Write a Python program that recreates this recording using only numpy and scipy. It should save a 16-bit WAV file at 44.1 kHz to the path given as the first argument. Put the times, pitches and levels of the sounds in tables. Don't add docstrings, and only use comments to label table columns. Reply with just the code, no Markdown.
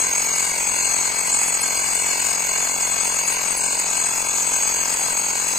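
import sys
import numpy as np
from scipy import signal
from scipy.fft import rfft, irfft
from scipy.io import wavfile
from scipy.ndimage import uniform_filter1d

SR = 44100
rng = np.random.default_rng(int(sys.argv[2]) if len(sys.argv) > 2 else 0)


def level_to_linear(level):
    exponent = np.asarray(level, float) / 20
    return 10 ** exponent


def put_to_file(sound):
    columns = np.atleast_2d(sound).T
    safe = np.clip(columns, -1, 1)
    whole_steps = np.round(safe * 32767)
    wavfile.write(sys.argv[1], SR, whole_steps.astype(np.int16))


N = 246078
HZ = np.fft.rfftfreq(N, 1 / SR)
T = np.arange(N) / SR
FRAME = 1024

# (frequency [Hz], left [dB], right [dB], likeness [0-1])
BASS_PATH = [(25, -5.5, -19.5, 0.91), (45, -11.5, -12.5, 0.94), (130, -8.5, -14.5, 0.87),
             (241, -4, -8.5, 1), (323, -4.5, -9.5, 0.8), (477, -3, -8, 0.94), (710, 4, -4, 0.88),
             (930, 5.5, -4.5, 0.89), (1204, 2.5, -1.5, 0.5), (1420, 2, -9, 0.65), (1690, -0.5, -2, 0.03),
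             (1620, -7.5, -3, 0.7), (2030, 2.5, 1, 0.3), (2240, 5.5, 6.5, 1)]
CASING_PATH = [(2380, -14, -2.5, 0.75), (2410, -2.5, 4, 0.39), (2833, -0.5, -8.5, 0.4),
               (3217, -14.5, -13, 0.49), (3475, -8.5, -10, 0.28), (3620, -17.5, -17.5, 0.47),
               (4427, 0, -8.5, 0.27), (4620, -14, -2.5, 0.46), (4700, -4, -8.5, 0.38), (5116, -4, -8, 0.44),
               (5270, -13, -21, 0.55), (5430, -3, -4, .45), (5710, -17, -17, 0.56),
               (5820, -2.5, -5.5, 0.62), (5940, -8.5, -10, .5), (6336, 4.5, -8.5, 0.98),
               (6423, 10.5, 10.5, 0.8)]
# (from [Hz], to [Hz], moved up by [Hz])
COPIES = [
    (1033.6, 6546.1, 5512.5),
    (2411.7, 5857, 9646.9),
]
# (start [s], end [s], frequency [Hz], level [dB])
HELD_TONES = [
    (2.8, 3.12, 13953.5, -48),
    (4.85, 5.58, 13953.5, -49),
    (3.1, 3.5, 7062.9, -31),
    (3.5, 5.58, 7752, -40),
    (0, .67, 12575, -55),
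    (.95, 1.15, 12575, -55),
    (3.38, 4.1, 12575, -55),
]


def read(points, at, column=1):
    rows = np.transpose(points)
    return np.interp(np.log(at + 1), np.log(rows[0] + 1), rows[column])


def gains(path):
    return np.array([level_to_linear(read(path, HZ, column=side) - 60) * np.sqrt(SR / 2) for side in (1, 2)])


def wander(rate_hz, count=1):
    points = rng.standard_normal((count, 400))
    return np.array([np.interp(T * rate_hz, np.arange(400), p) for p in points]) * 1.22


def ports(z, path):
    # (frequency [Hz], lead [half turns])
    port_lead = [(950, 0), (1550, -1.15), (1890, -1), (2300, -2), (12100, -2), (13800, -1), (15100, -1),
                 (15500, -2)]
    lag_s = np.arange(4096) / SR
    reflections = rng.standard_normal(4096) * level_to_linear(-60 * lag_s / 0.054)
    smear = np.exp(1j * np.angle(rfft(reflections, N)))
    drift = np.exp(3j * wander(6)[0])
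    other = rfft((signal.hilbert(irfft(z * smear, N)) * drift).real)
    half_angle = np.arccos(np.clip(read(path, HZ, column=3), 0, 1)) / 2
    shared, apart = np.cos(half_angle) * z, np.sin(half_angle) * other
    lead = np.exp(-1j * np.pi * read(port_lead, HZ))
    both = np.array([shared + apart, lead * (shared - apart)])
    return irfft(both * gains(path), N)


def tones():
    # (frequency [Hz], level [dB], chance per frame [0-1], left-right [dB])
    whistles = [
        (7062.9, -59, .4, 3),
        (7490, -33.5, 0.32, 2),
        (13953.5, -54, 0.18, 12),
    ]
    # (time [s], peak level [dB])
    pips = [(0.2443, -51), (0.3606, -33), (0.6659, -45), (0.7567, -36), (0.915, -28), (1.34, -32),
            (1.2072, -28), (1.2555, -21), (1.2945, -27), (1.475, -28), (1.6107, -30), (1.6616, -32),
            (2.0517, -44), (2.6339, -56), (2.8699, -35), (3.1378, -32), (3.2585, -31.5), (3.5663, -23.5),
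            (3.32, -29.5), (3.7923, -33), (1.0, -49), (3.9799, -51), (4.131, -52), (4.2487, -41),
            (4.86, -40), (5.4635, -35)]
    pip_hz = 9819.1
    out, frame = np.zeros((2, N)), np.arange(N) // (2 * FRAME)
    for hz, db, chance, pan_db in whistles:
        on = uniform_filter1d(1. * (rng.random(200) < chance)[frame], 200)
        side_db = np.array([[pan_db], [-pan_db]]) / 2
        out += level_to_linear(db + side_db) * on * np.sin(2 * np.pi * hz * T)
    for start, end, hz, db in HELD_TONES:
        on = uniform_filter1d(1. * ((T > start) & (T < end)), 400)
        out += level_to_linear(db) * on * np.sin(2 * np.pi * hz * T) * [[1.4], [.6]]
    gate = np.full(N, level_to_linear(-66))
    for s, db in pips:
        gate += level_to_linear(db) * np.exp(-((T - s - .011) / .010) ** 4)
    return out + level_to_linear([[3], [-5]]) * gate * np.sin(2 * np.pi * pip_hz * T)


def fingers(hz, t):
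    # (time [s], length [s], centre [Hz], level [dB])
    moves = [(0.1, .05, 7400, -6.5), (1.14, 0.027, 7000, -4), (1.21, 0.015, 6600, -10),
             (1.35, 0.059, 7900, 4), (1.6, .02, 6800, -13), (1.72, .03, 8300, -2.5), (1.98, 0.078, 8060, 3),
             (2.14, .03, 8100, -3.5), (2.434, 0.046, 7800, -3.5), (3.256, 0.012, 7600, -12),
             (3.277, .021, 7600, 5.5), (3.376, 0.068, 7700, -8.5), (3.488, 0.096, 6550, -2.5),
             (3.53, .03, 8400, -5), (4.065, 0.033, 8100, 5), (4.256, .022, 8000, -5),
             (4.865, 0.048, 8400, -5.5), (5.46, 0.029, 8600, -2.5)]
    width_hz = 1140
    change_db = 0
    for s, length, mid_hz, db in moves:
        band = np.exp(-((hz - mid_hz) / width_hz) ** 2)
        moment = np.exp(-((t - s) / length) ** 2)
        change_db = change_db + db * np.outer(band, moment)
    return change_db


def rebuilt(mono):
    # (frequency [Hz], left [dB], right [dB], likeness [0-1])
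    treble_path = [(7140, 6, 2, 0.94), (6950, 2, 0.5, 0.91), (7190, 10, 12.5, 0.99), (7244, -3, -1, 0.9),
                   (7420, -7, -9, 0.8), (7630, -9, -3, 0.7), (7750, 13.5, -3, 0.38), (7830, -2, -6, 0.62),
                   (7994, 11, 7, 0.75), (8474, 8.5, -8, 0.29), (8790, -10.5, -17, 0.28),
                   (9090, -0.5, -16, 0.18), (9180, -18, -30, 0.21), (9860, -8.5, -28, 0.14),
                   (10100, -23.5, -29, 0.35), (10560, -14.5, -21, 0.01), (11100, -7.5, -21, 0.11),
                (11100, -14, -16, 0.07), (12430, -10.5, -19, 0.08), (12300, -16, -24, 0.28),
                (12500, -19, -32, 0.32), (13400, -12, -20, .3), (13500, -27, -37, 0.11),
                (13520, -14, -26, 0.31), (14040, -6.5, -24, 0.35), (15400, -15.5, -9, 0.29),
                (15700, -19, -27, 0.7)]
    z, flat = rfft(mono), np.zeros(len(HZ), complex)
    for low_hz, high_hz, up_hz in COPIES:
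        a, b, up = (round(f * N / SR) for f in (low_hz, high_hz, up_hz))
        flat[a + up:b + up] = z[a:b] / np.sqrt(uniform_filter1d(abs(z[a:b]) ** 2, 900) / N)
    hz, t, z = signal.stft(ports(flat, treble_path), SR, nperseg=256)
    frame, band = (t * SR / FRAME).astype(int), (hz / 689).astype(int)
    steps = rng.standard_normal((300, 2, 40))[frame][:, :, band]
    steps_db = 1.1 * steps[:, :1] + 1.06 * steps
    level_db = steps_db.transpose(1, 2, 0) + fingers(hz, t) - 1
    return signal.istft(z * level_to_linear(level_db), SR, nperseg=256)[1][:, :N]


def thinned(x):
    # (frequency [Hz], level against the neighbourhood [dB], wander [dB])
    threshold = [(900, -24, 3), (1800, -8, 3), (3000, -5, 3), (3700, -2, 3), (4300, -6, 3), (5600, -2, 4.5),
                 (6800, -11, 3), (8500, -11, 3), (9200, -10, 6), (9700, -3, 9), (10300, 2, 7),
                 (11500, -3, 5), (13500, -6, 4), (14500, -5, 3), (15500, 3, 4)]
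    # (start [s], end [s], from [Hz], to [Hz])
    slots = [(0, .67, 12150, 13000), (.95, 1.15, 12150, 12900), (3.38, 4.1, 12150, 13000),
             (2.8, 3.12, 13150, 14250), (4.88, 5.6, 13150, 14250), (2.85, 3.15, 11400, 11800),
             (4.9, 5.5, 5600, 5950), (.78, .88, 9250, 11000), (1.5, 1.6, 9250, 11000),
             (1.9, 2.04, 9250, 10500), (2.15, 2.22, 9250, 11000), (3.63, 3.75, 1800, 2050)]
    spared_hz = 70
    pair = np.array([[1, 0.93], [1, -1.03]])
    hz, t, z = signal.stft(pair @ x / 2, SR, nperseg=2048, noverlap=1536)
    patch = uniform_filter1d(rng.standard_normal(z[0].T.shape), size=24, axis=0)
    patch = uniform_filter1d(patch, size=7, axis=1).T
    patch_db = np.interp(hz, [1200, 3000, 9000, 11000], [0, 2.2, 2, 3])[:, None]
    z = z * level_to_linear(patch_db * patch / patch.std())

    power = uniform_filter1d(abs(z) ** 2, size=3, axis=2)
    near = uniform_filter1d(power, size=5, axis=1)
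    around = uniform_filter1d(power.mean(0), size=41, axis=0)
    around = uniform_filter1d(around, size=9, axis=1)
    band = np.arange(len(hz)) // np.where(hz < 9000, 16, 32) + 30 * (hz >= 9000)
    drift = uniform_filter1d(rng.standard_normal((len(t), 70)), size=8, axis=0)[:, band].T
    wander_db = read(threshold, hz, column=2)[:, None] * drift / drift.std()
    keep = near > around * level_to_linear(2 * (read(threshold, hz)[:, None] + wander_db))
    spared = abs(hz[:, None] - np.transpose(HELD_TONES)[2]).min(1) < spared_hz
    for start, end, low_hz, high_hz in slots:
        emptied = (hz > low_hz) & (hz < high_hz) & ~spared
        keep = keep & ~np.outer(emptied, (t > start) & (t < end))
    return pair @ signal.istft(z * keep, SR, nperseg=2048, noverlap=1536)[1][:, :N]


def grind(turn):
    # (place [turns], level over the grind [dB], length [turns])
    flares_and_dips = [
        (.01, -2, .025),
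        (.58, 3, 0.022),
        (.78, -3, 0.02),
        (.92, -8.5, 0.022),
    ]
    # (frequency [Hz], level against the mean [dB])
    grind_colour = [(30, -1), (80, -4.5), (300, -7.5), (900, -7.5), (1500, -4), (2300, -5.5), (3500, 1),
                    (6500, -2.5)]
    place = turn % 1
    level_db = 2.4 * np.cos(2 * np.pi * (place - .85)) + .5 * wander(40)[0]
    force = 1 + 0.11 * rng.standard_normal((300, len(flares_and_dips)))
    for k, (at, db, length) in enumerate(flares_and_dips):
        off = (place - at + .5) % 1 - .5
        this_turn = np.round(turn - at + 2).astype(int)
        level_db += db * force[this_turn, k] * np.exp(-(off / length) ** 2)
    noise = rng.standard_normal(N) * level_to_linear(level_db)
    return irfft(rfft(noise / noise.std()) * level_to_linear(read(grind_colour, HZ)), N)


def repeats(turn):
    # (multiple of crank rate, rms level [dB])
    thump = [(1, -60), (2, -55), (3, -75), (4, -50), (5, -61), (6, -51), (7, -61), (8, -56), (9, -55),
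             (10, -48), (11, -54), (12, -55), (13, -51.5), (14, -50), (15, -53.5), (16, -52.5), (17, -57),
             (18, -52), (19, -48.5), (20, -45), (21, -45), (22, -46.5), (23, -44.5), (24, -52), (25, -49.5),
             (26, -53), (27, -59), (28, -62), (29, -45)]
    rings = [(33, -59), (34, -47.5), (35, -43), (36, -44), (37, -49), (39, -50), (44, -44), (45, -45.5),
             (48, -52), (49, -42.5), (50, -50.5), (51, -41.5), (56, -48), (57, -43), (58, -53), (59, -48.5),
             (62, -56), (63, -47.5), (78, -56), (92, -47.5), (96, -55), (97, -45), (98, -64), (99, -48.5),
             (104, -67), (106, -68), (107, -44.5), (139, -41), (145, -37.5), (146, -34.5)]
    motor = [(6.667, -64), (15.667, -56), (16.667, -56), (17.667, -53), (18.667, -53), (5.333, -70)]
    strike = [(1, 0.0099), (17, 0.0061), (19, 0.075), (22, -0.023), (24, -0.0593), (36, -0.0747),
              (50, -.13), (97, -.21), (146, -.3)]
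    opposed = [
        (33, 46),
        (55, 58),
    ]
    multiples = np.arange(150)
    phase = .4 - 2 * np.pi * np.cumsum(read(strike, multiples))
    for first, last in opposed:
        phase = phase + np.pi * ((multiples >= first) & (multiples <= last))
    sway, out = wander(7, count=8), np.zeros(N)
    path = gains(BASS_PATH + CASING_PATH).mean(0)
    for n, (k, db) in enumerate(thump + rings + motor):
        loose = .004 * k
        height = np.sqrt(2) * level_to_linear(db) / np.interp(44.45 * k, HZ, path)
        level = 1 + loose / 2 * sway[n % 8]
        angle = 2 * np.pi * k * turn + phase[int(k)] + loose * sway[(n + 3) % 8]
        out += height * level * np.cos(angle)
    for k in range(25, 66):
        height = np.sqrt(2) * level_to_linear(-58) / np.interp(44.45 * k, HZ, path)
        out += height * np.cos(2 * np.pi * k * (turn - .012))
    return out


def scene():
    # (time [s], crank rate [turns/s])
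    crank = [(0.0, 44.619), (0.62, 44.569), (1.24, 44.554), (1.86, 44.51), (2.48, 44.528), (3.1, 44.445),
             (3.72, 44.42), (4.34, 44.341), (4.96, 44.254), (5.58, 44.291)]
    loose_db, tight_db, tighten_s, tighten_length_s = 1, -3, 2.5, 0.31
    turn = -.144 + np.cumsum(np.interp(T, *np.transpose(crank))) / SR
    pump = repeats(turn) + grind(turn)
    ring = irfft(rfft(pump) / (1 + ((HZ - 2200) / 230) ** 4), N)
    grip_db = tight_db + (loose_db - tight_db) / (1 + np.exp((T - tighten_s) / tighten_length_s))
    return ports(rfft(pump + ring * (level_to_linear(grip_db) - 1)), BASS_PATH + CASING_PATH)


def top_cut(x):
    return signal.sosfilt(signal.butter(12, 15680, fs=SR, output="sos"), x)


def record(dry):
    kept = irfft(rfft(dry) * (HZ < COPIES[0][1]), N)
    mix = thinned(kept + rebuilt(kept.mean(0)) + tones())
    return top_cut(mix)


dry = scene()
out = record(dry)
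put_to_file(out)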